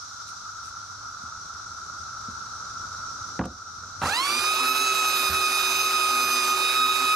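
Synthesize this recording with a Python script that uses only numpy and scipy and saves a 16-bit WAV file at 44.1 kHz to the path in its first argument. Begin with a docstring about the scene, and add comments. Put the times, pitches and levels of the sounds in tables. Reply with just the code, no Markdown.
"""A belt sander is set down on a deck, switched on, runs up and sands: tooth harmonics of its drive belt
whine over motor orders, a roller hum, winding buzz, a rattle and the filtered-noise rasp of grit on wood.
Before it a hand brushes the boards; blows ring modes of boards and housing. Two cicada choruses and
a far rumble, all shaped noise, run throughout. Two microphone ports with gain control pick it up."""
import sys
import numpy as np
from scipy import signal
from scipy.fft import rfft, irfft
from scipy.io import wavfile
from scipy.ndimage import uniform_filter1d

SR = 44100
rng = np.random.default_rng(int(sys.argv[2]) if len(sys.argv) > 2 else 0)


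def materialize(psi):
    """Save the field psi as 16-bit PCM at rate SR to the path in sys.argv[1].

    A 1-D psi becomes a single channel; in a 2-D psi each row is a channel.
    """
    bounded = np.clip(np.atleast_2d(psi).T, -1, 1)
    quanta = np.round(bounded * 32767).astype(np.int16)
    wavfile.write(sys.argv[1], SR, quanta)


N = 315315

# How the two ports hear near sound, three curves. Each row: frequency in Hz, then in turn
# likeness of the ports (0-1), left over right in dB, phase lead of the left in rad.
NEAR_PORTS = ([(60, 0.99), (180, 0.97), (550, 0.94), (1650, 0.81), (4970, 0.58), (15000, 0.3)], [(60, 0.0),
              (180, 0.5), (550, -1.0), (1650, -4.6), (4970, -5.6), (15000, -2.5)], [(1500, 0), (2500, -1.3),
              (3700, -5), (4400, -6.3), (8100, -6.4), (11300, -7.2), (14000, -6.6)])
# Resonances of the plastic housing. Each row: frequency in Hz, width in Hz, relative level in dB.
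HOUSING = [(812, 80, -6), (1055, 65, -5.5), (1285, 113, 2.5), (1680, 140, -7), (2665, 200, -7),
           (4036, 200, 1), (4815, 210, -5), (6415, 370, -10), (11200, 960, -19)]
SWITCH_S, HOP_S = 4.02, 5.32  # motor switched on; machine hops off the wood


def gain_of(db):
    """Decibels to amplitude gain."""
    return 10 ** (np.asarray(db) / 20)


def evened(x):
    """Scales to rms 1."""
    return x / np.sqrt(np.mean(x ** 2) + 1e-20)


def read(points, hz):
    """Reads a frequency curve on a log-frequency axis."""
    f, value = np.transpose(points)
    return np.interp(np.log(hz + 1), np.log(f + 1), value)


def columns(rows):
    """Interpolates every column of a time table, sample by sample."""
    s, *rest = np.transpose(rows)
    return [np.interp(np.arange(N) / SR, s, c) for c in rest]


def drift(hz):
    """Low-passed noise with corner near hz, rms about 1, clipped at 2."""
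    step = 64
    noise = rng.standard_normal(N // step + 2000)
    r = np.exp(-2 * np.pi * hz * step / SR)
    slow = signal.filtfilt([1 - r], [1, -r], noise)[1000:-998]
    slow = np.clip(evened(slow), -2, 2)
    return np.interp(np.arange(N) / step, np.arange(len(slow)), slow)


def hiss(spectrum, ports, patchy_db, flicker_db):
    """Random short-time spectra with patches and wide flicker, as the two ports hear them; rms 1."""
    frames, hz = N // 128 + 5, np.fft.rfftfreq(512, 1 / SR)
    a, b, c, d, patches = rng.standard_normal((frames, 257, 5)).T
    patches = uniform_filter1d(patches, size=6, axis=0)
    patches = evened(uniform_filter1d(patches, size=20, axis=1))
    flicker = evened(uniform_filter1d(rng.standard_normal(frames), size=4))
    same, balance_db, lead_rad = (read(p, hz)[:, None] for p in ports)
    same = np.clip(same, -1, 1)
    right, other = a + 1j * b, c + 1j * d
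    left = (same * right + np.sqrt(1 - same ** 2) * other) * np.exp(1j * lead_rad)
    z = np.array([left * gain_of(balance_db / 2), right / gain_of(balance_db / 2)])
    z *= gain_of(patchy_db * patches + flicker_db * flicker)
    white = signal.istft(z, nperseg=512, noverlap=384)[1][:, :N]
    colour = gain_of(read(spectrum, np.fft.rfftfreq(N, 1 / SR)))
    return evened(irfft(rfft(white) * colour, N))


def tone(order, turns, hz, db, waver_db):
    """One order of a turning part; wavers at each port as the machine moves among its reflections."""
    balance_db, lead_rad = (read(p, order * hz) for p in NEAR_PORTS[1:])
    angle = 2 * np.pi * order * turns + 0.38 * drift(8.0) + 0.151 * min(order, 12) ** 2
    shared_db = db + waver_db * drift(7.8)
    left_gain = gain_of(shared_db + balance_db / 2 + 2.46 * drift(11.0))
    left = left_gain * np.cos(angle + lead_rad + 0.28 * drift(4.1))
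    right = gain_of(shared_db - balance_db / 2) * np.cos(angle)
    return -np.sqrt(2) * np.array([left, right])


def ring(hz, db, t60, chance, t):
    """Decaying modes scaled to peak 1; neighbours start in opposition, chance varies level and phase."""
    loud, phase = chance
    opposition = np.pi * np.arange(len(hz))[:, None]
    envelope = gain_of(db + 1.9 * loud - 60 * t / t60)
    sound = (envelope * np.sin(2 * np.pi * hz * t + opposition + 0.5 * phase)).sum(0)
    return sound / abs(sound).max()


def yard():
    """Two cicada choruses and a far rumble, all shaped noise; a far engine drones inside the rumble."""
    # Each row: time in s, levels of low chorus, high chorus and rumble in dB.
    yard_levels = [(0.0, -41, -42, -58.5), (1.1, -39, -44.5, -56), (3.2, -37, -41.5, -49),
                   (3.6, -38.5, -42.5, -50)]
    # Far sound at the ports, three curves with columns as in NEAR_PORTS.
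    far_ports = ([(60, 0.96), (180, 0.92), (550, 0.66), (1650, 0.48), (4970, -0.0), (15000, 0.66)],
                 [(1000, 0)], [(1200, 0), (4800, 1.6), (7800, .4), (10000, 0)])
    # Spectra. Each row: frequency in Hz, relative density in dB.
    low_spectrum = [(470, -37), (800, -21.5), (1070, -16), (1360, 3.5), (1690, -26), (1930, -31),
                    (2600, -37), (3380, -50), (5720, -120)]
    high_spectrum = [(2400, -27), (3020, -22.5), (3900, -7.5), (4700, -8.5), (5800, 1), (7170, -14),
                     (9500, -27.5), (11900, -33), (15700, -60)]
    rumble_spectrum = [(15, -36), (25, -8.5), (93, 3.5), (130, -6.5), (204, -8), (339, -14.5),
                       (1000, -18.5), (1300, -40), (2200, -120)]
    low_db, high_db, rumble_db = columns(yard_levels)
    low = hiss(low_spectrum, far_ports, patchy_db=-0.27, flicker_db=-1.17)
    low = low * gain_of(low_db + 0.19 * drift(22))
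    high = gain_of(high_db) * hiss(high_spectrum, far_ports, patchy_db=0.9, flicker_db=0.5)
    hum_hz, hum_db = 101.4, -5  # mean peak level over rumble rms
    hum_angle = 2 * np.pi * hum_hz * np.arange(N) / SR + 1.55 * drift(4.3)
    hum = gain_of(hum_db + 3.5 * drift(3.3)) * np.sin(hum_angle)
    rumble = hiss(rumble_spectrum, far_ports, patchy_db=0.7, flicker_db=1.2)
    return low + high + gain_of(rumble_db) * (hum + rumble)


def brief_swells():
    """Brief sine swells at the pitch of the low chorus."""
    # Each row: onset in s, peak level in dB.
    swell_rows = [(2.128, -30.5), (2.422, -37), (2.656, -37), (2.9467, -26.5), (2.979, -31), (3.836, -29.5)]
    t, swell = np.arange(N) / SR, np.zeros(N)
    for onset_s, db in swell_rows:
        peak_s = onset_s + .002
        width_s = np.where(t < peak_s, .001, .004)
        swell += gain_of(db) * np.exp(-.5 * ((t - peak_s) / width_s) ** 2)
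    return swell * np.sin(2 * np.pi * 1350. * t + drift(14))


def sweeps():
    """Bright scuffs: palm sweeps the boards, machine settles, belt skids as it starts or is pressed down."""
    # Each row: centre in s, peak level in dB, Gaussian width in s.
    strokes = [(0.292, -48, 0.015), (0.67, -50, 0.025), (1.228, -54, .004), (3.457, -36, 0.0026),
               (4.077, -27.5, .03), (4.97, -33, 0.017), (5.6, -28, .025)]
    # Each row: frequency in Hz, relative density in dB.
    scuff_spectrum = [(1000, -23), (2500, -2), (6000, 4.5), (9500, -1.5), (13000, -14), (16000, -23)]
    t = np.arange(N) / SR
    swell = sum(gain_of(db) * np.exp(-.5 * ((t - s) / width_s) ** 2) for s, db, width_s in strokes)
    return swell * hiss(scuff_spectrum, NEAR_PORTS, patchy_db=0.5, flicker_db=0.5)


def blows():
    """A contact-long push rings the boards, a jolt the housing; the hollow under the deck prolongs both."""
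    # Hand, knee, the machine landing, bouncing and jerking.
    # Each row: start in s, boards level in dB, contact in ms, housing level in dB (before near gain).
    hits = [(1.229, -46, 1.6, -65), (2.28, -40.5, 1.3, -70), (3.392, -14.5, 0.69, -21.5),
            (3.411, -21, 0.26, -20), (3.417, -18, 2.5, -31), (3.438, -33, 0.64, -28.5),
            (3.455, -20.5, 0.7, -34), (4.017, -35, 2, -22.5), (4.033, -33, 1.1, -16.5),
            (4.051, -30, 0.94, -20), (4.064, -34, 0.49, -28), (4.081, -30.5, 2.9, -22.5),
            (5.289, -19.5, 4.5, -31), (5.329, -28, 2.4, -26), (5.357, -26, 7.6, -36)]
    # Each row: mode frequency in Hz, relative level in dB, t60 in s.
    board_modes = [(71, 1, 0.066), (112, -0.5, 0.062), (203, 2, 0.066), (257, 1.5, 0.07), (355, 0, 0.043),
                   (413, -5, 0.036), (527, 3, 0.045), (597, -3, 0.032), (710, 4.5, 0.037)]
    out, t = np.zeros(N), np.arange(8000) / SR
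    board_hz, board_db, board_t60 = np.array(board_modes).T[:, :, None]
    case_hz, width_hz, case_db = np.array(HOUSING).T[:, :, None]
    case_db = case_db - 10.0 * np.log2(case_hz / 1000)
    n_boards = len(board_modes)
    # each blow lands on another spot
    spots = rng.standard_normal((len(hits), 2, n_boards + len(HOUSING), 1))
    shakes = rng.standard_normal((len(hits), 1500))
    for (s, wood_db, contact_ms, knock_db), spot, shake in zip(hits, spots, shakes):
        push = np.exp(-.5 * ((t[:800] * 1000 / contact_ms - 1.5) / 0.35) ** 2)
        wood = ring(board_hz, board_db, board_t60, spot[:, :n_boards], t)
        wood = signal.oaconvolve(wood, push / push.sum())[:len(t)]
        case = ring(case_hz, case_db, 1.0 / width_hz, spot[:, n_boards:], t)
        # the parts shake for a few ms
        jolt = signal.lfilter([1], [1, -.7], shake) * np.exp(-t[:1500] / 0.0065)
        case = signal.oaconvolve(case * np.minimum(t / 0.00012, 1), jolt)[:len(t)]
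        case /= abs(case).max()
        out[round(s * SR):][:len(t)] += gain_of(wood_db) * wood + gain_of(knock_db) * case
    hollow = signal.lfilter([1], [1, -.96], rng.standard_normal(len(t))) * gain_of(-60 * t / 0.21)
    tail = signal.fftconvolve(out, hollow / np.linalg.norm(hollow))[:N]
    # low cut keeps the blows from booming
    low_cut = signal.butter(3, 50., "high", fs=SR, output="sos")
    return signal.sosfilt(low_cut, out + gain_of(-16.0) * tail) * gain_of([[-.6], [.6]])


def speed(t):
    """Tooth rate in Hz and missing share of speed: run-up to the loaded speed, a brief race at the hop."""
    # Speed the motor holds under the hand's pressure. Each row: time in s, tooth rate in Hz.
    loaded_speed = [(4.4, 1257), (4.6, 1276), (4.87, 1287), (5.29, 1247), (5.55, 1248), (5.87, 1260),
                    (6.45, 1238), (6.75, 1260), (7.14, 1263)]
    after_s = np.maximum(t - HOP_S, 0)
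    hop_hz = 39.42 * (1 - np.exp(-after_s / 0.0198)) * np.exp(-after_s / .07)
    run_up_s, run_up_shape = .118, 1.03
    missing = .81 * np.exp(-(np.maximum(t - SWITCH_S, 0) / run_up_s) ** run_up_shape)
    return (columns(loaded_speed)[0] + hop_hz) * (1 - missing), missing


def rattle(hz, on):
    """Loose parts clatter and ring the housing, less as the drive belt gains speed."""
    clacks = rng.random(N) < 1500. / SR  # 1500 per s
    size = gain_of(5.8 * np.minimum(rng.exponential(1, N), 4)) * rng.choice([-1, 1], N) * clacks
    case_hz, width_hz, case_db = np.array(HOUSING).T[:, :, None]
    case_db = case_db - 3.0 * np.log2(case_hz / 1000)
    chance = rng.standard_normal((2, len(HOUSING), 1))
    case = ring(case_hz, case_db, 3.2 / width_hz, chance, np.arange(2000) / SR)
    clatter = evened(signal.oaconvolve(size, case)[:N])
    slack = np.clip(1 - hz / 1680.0, 0, 1) ** 1.18
    return gain_of(-32.0) * on * slack * clatter * gain_of([[-1.5], [1.5]])


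def grit_rasp(t, missing):
    """Grit on wood: shaped noise that grows after switch-on; slow grit has little treble."""
    # Each row: frequency in Hz, relative density in dB.
    rasp_spectrum = [(24, -60), (40, -38), (319, -23), (380, -16), (441, -20), (1030, -12), (1310, -6.5),
                     (1980, -19), (2600, -9.5), (3180, -15.5), (4350, -13), (5300, -18.5), (10300, -21),
                     (13900, -28), (15700, -44)]
    rasp_db = -29 - 4 * np.exp(-np.maximum(t - SWITCH_S, 0) / 0.41)
    rasp = gain_of(rasp_db) * hiss(rasp_spectrum, NEAR_PORTS, patchy_db=1.5, flicker_db=0.86)
    dull = signal.sosfilt(signal.butter(2, 2500., fs=SR, output="sos"), rasp)
    return dull + (1 - missing) ** 0.54 * (rasp - dull)


def motor_hum(t, turns, hz, missing):
    """Shaft orders and roller hum grow with speed; the field windings buzz at a multiple of the supply."""
    # Unbalance, fan blades, commutator bars.
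    # Each row: multiple of shaft speed, level in dB at final speed (before near gain).
    shaft_orders = [(1, -43.5), (4, -60), (12, -54), (28, -51), (32, -44)]
    shaft_per_tooth, roller_per_tooth, buzz_hz = 3 / 10, .206, 480
    spin_db = 72 * np.log10(hz / hz[-1])
    hum = np.zeros((2, N))
    for k, db in shaft_orders:
        start_db = 14 * np.sqrt(missing) * (drift(37) - 1)
        hum += tone(k * shaft_per_tooth, turns, hz, db + spin_db + start_db, waver_db=1.13 * np.log(2 + k))
    hum += tone(roller_per_tooth, turns, hz, -58.5 + spin_db, waver_db=7.5)
    return hum + tone(buzz_hz, t, np.ones(N), -59.5, waver_db=5.0)


def housing_db(hz):
    """Summed power of the housing resonances at a frequency, in dB."""
    power = sum(gain_of(2 * db) / (1 + (2 * (hz - f) / width_hz) ** 2) for f, width_hz, db in HOUSING)
    return 10 * np.log10(power)


def belt_whine(t, turns, hz, missing):
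    """Tooth harmonics, coloured by the housing in the run-up and swung by out-of-round pulleys."""
    # Swells and dips as the machine moves among its reflections (levels before near gain).
    # Each row: time in s, levels of harmonics 1, 3 and 5 in dB.
    odd_levels = [(4.1, -26.5, -29.5, -37), (4.19, -19.5, -26, -37.5), (4.35, -30.5, -36.5, -33),
                  (4.6, -29, -33, -40.5), (4.85, -26, -35.5, -35), (5.25, -30, -32.5, -39),
                  (5.43, -27, -34, -37.5), (5.65, -33.5, -32, -34.5), (6.05, -24.5, -37, -38.5),
                  (6.38, -29.5, -36.5, -33), (6.55, -22.5, -34, -35.5), (6.66, -31.5, -30, -42),
                  (6.8, -22.5, -29, -40), (6.95, -26.5, -29, -40), (7.15, -22, -34.5, -41)]
    # Each row: time in s, level of harmonic 6 in dB.
    sixth_levels = [(4.5, -54), (5.1, -42), (5.3, -55.5), (7.1, -49)]
    # Each row: multiple of the tooth rate, level in dB.
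    steady_teeth = [(2, -30), (4, -37), (7, -50), (8, -47.5), (9, -50.5)]
    # Each row: pulley turns per tooth, swing depth (0-1).
    run_out = [(1 / 8, 0.057), (1 / 10, 0.13)]
    slack = np.sqrt(missing)
    hop_dip_db = -1.5 * np.exp(-.5 * ((t - HOP_S) / 0.018) ** 2)  # per harmonic number
    moving_teeth = list(zip((1, 3, 5, 6), columns(odd_levels) + columns(sixth_levels)))
    teeth = np.zeros((2, N))
    for k, db in moving_teeth + steady_teeth:
        # a harmonic swells as it crosses a housing resonance
        colour_db = 0.68 * (housing_db(k * hz) - housing_db(k * hz[-1]))
        # a slack belt whines weaker, duller and unevenly
        slack_db = slack * (-8.5 - 3 * max(k - 6, 0) + 0.95 * k * drift(45))
        waver_db = 0.32 * min(k, 7) + 1.5 * (k > 5) * (1 - slack)
        teeth += tone(k, turns, hz, db + k * hop_dip_db + colour_db + slack_db, waver_db)
    swing = 1 + sum(depth * np.cos(2 * np.pi * rate * turns + drift(3.5)) for rate, depth in run_out)
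    swing += 0.21 * drift(26)  # slow uneven swing of the whole whine
    return teeth * swing


def sander():
    """Belt teeth, motor, rattle and rasp follow one speed; the winding buzz keeps its pitch."""
    t = np.arange(N) / SR
    hz, missing = speed(t)
    on = np.clip((t - SWITCH_S + 0.0038) / 0.01, 0, 1)
    # the load trembles, a slack belt judders
    tremble = 0.001475 * drift(8.14) + 0.05 * missing * drift(90.5)
    turns = np.cumsum(hz * (1 + tremble)) / SR  # in teeth
    machine = belt_whine(t, turns, hz, missing) + motor_hum(t, turns, hz, missing)
    return on * (machine + grit_rasp(t, missing)) + rattle(hz, on)


def scene():
    """The sander and blows with the near gain of 8.5 dB, over yard, brief swells and sweeps."""
    return yard() + brief_swells() + sweeps() + gain_of(8.5) * (blows() + sander())


def record(dry):
    """Bass cut; gain control falls at once on loud sound and creeps back; then a band limit."""
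    dry = signal.sosfilt(signal.butter(1, 40., "high", fs=SR, output="sos"), dry)
    step = 44  # samples, about 1 ms
    power = uniform_filter1d((dry ** 2).mean(0), size=441)[::step]
    power_db = 10 * np.log10(abs(power) + 1e-12)
    wanted_db = .5 * np.maximum(power_db + 31.0, 0)  # 2:1 above -31 dB
    keep = np.exp(-.001 / 0.3)  # release 0.3 s
    cut_db = np.zeros(len(wanted_db))
    for k in range(1, len(cut_db)):
        cut_db[k] = max(wanted_db[k], keep * cut_db[k - 1])
    cut_db = uniform_filter1d(cut_db, size=8)
    cut_db = np.interp(np.arange(N) / step, np.arange(len(cut_db)), cut_db)
    band_limit = signal.firwin(511, 15800, window=("kaiser", 9), fs=SR)
    return signal.oaconvolve(dry / gain_of(cut_db), band_limit[None], "same")


dry = scene()
out = record(dry)
materialize(out)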